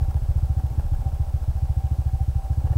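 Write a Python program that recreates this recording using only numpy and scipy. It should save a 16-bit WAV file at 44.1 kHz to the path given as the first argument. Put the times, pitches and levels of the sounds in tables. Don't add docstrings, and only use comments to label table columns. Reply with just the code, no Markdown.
import sys
import numpy as np
from scipy import signal
from scipy.fft import rfft, irfft, next_fast_len
from scipy.io import wavfile

SR = 44100
rng = np.random.default_rng(int(sys.argv[2]) if len(sys.argv) > 2 else 0)


def unload_wav(signal):
    wavfile.write(
        sys.argv[1],
        SR,
        np.round(np.clip(np.atleast_2d(signal).T, -1, 1) * 32767).astype(np.int16),
    )


N = 122157


def undb(db):
    return 10 ** (np.asarray(db) / 20)


def at_rms(x, db):
    return x * undb(db) / np.sqrt(np.mean(x ** 2))


def curve(rows, t):
    return np.interp(t, *np.array(rows, float).T)


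def bell(x, sigma):
    return np.exp(-.5 * (x / sigma) ** 2)


def noise(spectrum):
    hz, db = np.array(spectrum, float).T
    f = np.maximum(np.fft.rfftfreq(N, 1 / SR), 1)
    gain = undb(np.interp(np.log(f), np.log(hz), db))
    return at_rms(irfft(rfft(rng.standard_normal(N)) * gain, N), 0)


def wander(rate_hz):
    return noise([(1, 0), (rate_hz, 0), (2 * rate_hz, -20), (10 * rate_hz, -100)])


def resonate(x, modes):
    size = next_fast_len(2 * N)
    f = np.fft.rfftfreq(size, 1 / SR)
    response = 0
    for k, (hz, width_hz, db) in enumerate(modes):
        damping = 1j * f * width_hz
        response -= (-1) ** k * undb(db) * damping / (hz ** 2 - f ** 2 + damping)
    return irfft(rfft(x, size) * response, size)[:N]


# (time [s], gas pulse [x normal], piston push [x normal])
MISFIRES = [(.083, 0.69, 0.83), (.22, -0.6, 1.8), (.71, -0.58, 1.1), (.85, 0.47, 0.86), (.99, -0.5, 1.9),
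            (1.13, 0.58, 0.92), (1.27, 0.21, 1.16), (1.41, .25, 1.1), (1.555, 0.54, 1.25),
            (2.43, -0.16, 1.5)]
# (frequency [Hz], bandwidth [Hz], relative gain [dB])
PIPE_MODES = [(67.56, 24.3, -6), (133.7, 22.3, 7.5)]
SHELL_MODES = [(173.7, 20.5, 2), (235.7, 8.5, -7), (283, 22, 0.5), (353.6, 15, -4.5)]


def exhaust(t, cycle, throttle):
    firings_s = np.interp(np.arange(int(cycle[-1]) + 1), cycle, t)
    burns, pushes = np.ones((2, len(firings_s)))
    for at_s, gas_share, push_share in MISFIRES:
        nearest = np.argmin(abs(firings_s - at_s))
        burns[nearest], pushes[nearest] = gas_share, push_share
    burns += .023 * rng.standard_normal(len(firings_s))
    sigma_s = .0029 * (1 - .043 * throttle)
    gas = sum(burn * bell(t - at_s, sigma_s) for at_s, burn in zip(firings_s, burns))
    gas *= undb(4.5 * throttle)
    push_lag_cycles, front_lead_s = .19, .004
    push = sum(share * bell(cycle - k - push_lag_cycles, sigma=.071) for k, share in enumerate(pushes))
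    push *= 1.55 * undb(-20 * throttle)
    front = sum(burn * bell(t - at_s + front_lead_s, sigma=.0007) for at_s, burn in zip(firings_s, burns))
    shell = at_rms(resonate(front, SHELL_MODES), db=-48.5)
    shell *= undb(5.5 * throttle + 3.3 * wander(rate_hz=19))
    return resonate(gas + push, PIPE_MODES) + shell


# (lag after gas pulse [cycles], relative level [dB], decay [s])
KNOCKS = [(0.188, -0.5, 0.0037), (0.369, 2, 0.0029), (0.441, -11.5, 0.0024), (0.878, -4, 0.0021)]


def knock_envelope(t, cycle):
    scatter_db = 3
    envelope = np.zeros(N)
    for lag_cycles, db, decay_s in KNOCKS:
        strikes_s = np.interp(np.arange(lag_cycles, cycle[-1], 1), cycle, t)
        for at_s in strikes_s:
            start = int(at_s * SR)
            age_s = t[:min(N - start, SR // 20)]
            strength = undb(db + scatter_db * rng.standard_normal())
            envelope[start:start + len(age_s)] += strength * np.exp(-age_s / decay_s)
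    return envelope


# (frequency [Hz], bandwidth [Hz], relative gain [dB])
CASING_MODES = [(527, 145, -13.5), (582, 48, -2.5), (644, 87, -10), (777, 38, -0.5), (859, 74, -6.5),
                (1118, 98, -15.5), (1361, 66, -16), (1664, 64, -18)]
# (frequency [Hz], relative density [dB])
TICK_SPECTRUM = [(500, 0), (1400, -0.5), (2100, -9), (2700, -1), (3500, -12), (5200, -9), (9000, -11.5),
                 (15000, -7)]
WHIRR_SPECTRUM = [(150, 3.5), (400, -0.5), (560, 3), (850, -0.5), (1150, -8.5), (1550, -16.5),
                  (2000, -31.5), (5000, -32)]
# (time [s], gain [dB])
MACHINERY_GAIN = [(0, 1), (.3, 0.5), (.52, -1), (.6, 1.5), (.7, 0.5), (.8, 0), (.95, 0.5), (1.1, 1),
                  (1.4, -1), (1.75, -0.5), (2.02, 0), (2.27, -3.5), (2.45, 0), (2.77, -0.5)]


def machinery(t, cycle, throttle):
    knocks, chain = knock_envelope(t, cycle), undb(-8.5)
    drive = (knocks + chain) * rng.standard_normal(N)
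    casing = at_rms(resonate(drive, CASING_MODES), db=-51.5)
    ticks = at_rms(knocks * noise(TICK_SPECTRUM), db=-64.5)
    whirr = undb(-50) * noise(WHIRR_SPECTRUM)
    return (casing + ticks + whirr) * undb(6.5 * throttle + curve(MACHINERY_GAIN, t))


# (time [s], relative level [dB])
RING_LEVEL = [(0, -47.5), (.04, -50), (.1, -63), (.42, -64), (.48, -48), (.7, -58), (.96, -68), (1.06, -43),
              (1.15, -58), (1.37, -50.5), (1.5, -61.5), (1.72, -47.5), (1.81, -46), (1.92, -56.5),
              (2.2, -45), (2.26, -63), (2.39, -48), (2.76, -49.5)]


def metal_ring(t):
    centre_hz, drift_hz, beat_depth = 769, 6.1, .55
    phase = 2 * np.pi * np.cumsum(centre_hz + drift_hz * wander(rate_hz=20)) / SR
    in_phase = np.sin(phase) * (1 + beat_depth * wander(rate_hz=18.6))
    quadrature = np.cos(phase) * beat_depth * wander(rate_hz=12.6)
    return at_rms(in_phase + quadrature, db=-1) * undb(curve(RING_LEVEL, t))


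# (frequency [Hz], relative density [dB])
RUMBLE_SPECTRUM = [(8, -14), (24, -4), (33, 5), (43, -8), (70, -9.5), (120, -30), (200, -30.5), (400, -61),
                   (1000, -81)]
# (time [s], level [dB])
RUMBLE_LEVEL = [(0, -27), (.6, -35), (.8, -25), (1.1, -31.5), (1.55, -28), (1.8, -36), (2.4, -34),
                (2.77, -32.5)]


def air_rumble(t):
    return undb(curve(RUMBLE_LEVEL, t)) * noise(RUMBLE_SPECTRUM)


# (time [s], level [dB])
CLACKS = [(.144, -38), (0.701, -40), (0.797, -37.5), (.842, -42), (1.119, -41.5), (1.686, -41.5),
          (2.279, -51), (2.671, -35), (2.734, -40)]
# (frequency [Hz], relative density [dB])
CLACK_SPECTRUM = [(200, -14), (450, 10.5), (600, 7), (850, 7), (1100, -9), (1700, -16), (2200, -25),
                  (2750, -17), (3500, -31), (9000, -43)]


def valve_clacks(t, decay_s=.0035):
    envelope = sum(undb(db) * (t >= at_s) * np.exp(-abs(t - at_s) / decay_s) for at_s, db in CLACKS)
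    return envelope * noise(CLACK_SPECTRUM)


# (time [s], sigma [s], level [dB])
RUSTLES = [(0.598, 0.018, -43), (.755, 0.028, -45), (0.802, 0.0067, -43), (1.04, 0.0087, -46)]
# (frequency [Hz], relative density [dB])
RUSTLE_SPECTRUM = [(60, -23), (180, 5), (280, -2.5), (400, -7), (800, -25), (1500, -22), (4000, -52)]


def hand_rustles(t):
    envelope = sum(undb(db) * bell(t - at_s, sigma_s) for at_s, sigma_s, db in RUSTLES)
    return envelope * noise(RUSTLE_SPECTRUM)


# (frequency [Hz], relative density [dB])
INTAKE_SPECTRUM = [(200, 6), (600, 15), (950, 11), (1300, -21), (1800, 0), (2200, -19), (2750, -3),
                   (3500, -27), (9000, -39)]


def intake(cycle, throttle, lag_cycles=.52):
    gulp = bell(cycle % 1 - lag_cycles, sigma=.08)
    return undb(-32) * throttle * gulp * noise(INTAKE_SPECTRUM)


# (time [s], firing rate [Hz])
FIRING_RATE = [(0, 14.716), (.492, 14.224), (1.142, 14.306), (1.892, 13.76), (2.242, 13.469),
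               (2.462, 13.448), (2.612, 14.447), (2.762, 19.148)]
# (time [s], opening [0-1])
THROTTLE = [(0, 0.02), (2.45, 0), (2.6, 0.11), (2.68, 0.22), (2.77, 0.67)]


def scene():
    t = np.arange(N) / SR
    cycle = np.cumsum(curve(FIRING_RATE, t)) / SR - .225
    throttle = curve(THROTTLE, t)
    engine = exhaust(t, cycle, throttle) + machinery(t, cycle, throttle)
    engine += metal_ring(t) + valve_clacks(t) + intake(cycle, throttle)
    return (engine + hand_rustles(t) + air_rumble(t))[None]


# (frequency [Hz], relative density [dB])
HISS_SPECTRUM = [(100, -11), (2000, 5), (4000, 2.5), (5500, 2.5), (7000, 0.5), (10000, 0.5), (13000, -1.3),
                 (16000, -0.7)]
# (frequency [Hz], level [dB])
WHINE_TONES = [(5185, -79), (7882, -75), (8272, -81), (11822, -88), (14716, -86), (15525, -83),
               (15704, -83)]


def record(dry, cutoff_hz=15740):
    t = np.arange(N) / SR
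    hiss = undb(-57.5) * noise(HISS_SPECTRUM)
    whine = sum(at_rms(np.sin(2 * np.pi * hz * t), db) for hz, db in WHINE_TONES)
    lowpass = signal.ellip(12, .1, 80, cutoff_hz, fs=SR, output="sos")
    return signal.sosfilt(lowpass, dry + hiss + whine)


dry = scene()
out = record(dry)
unload_wav(out)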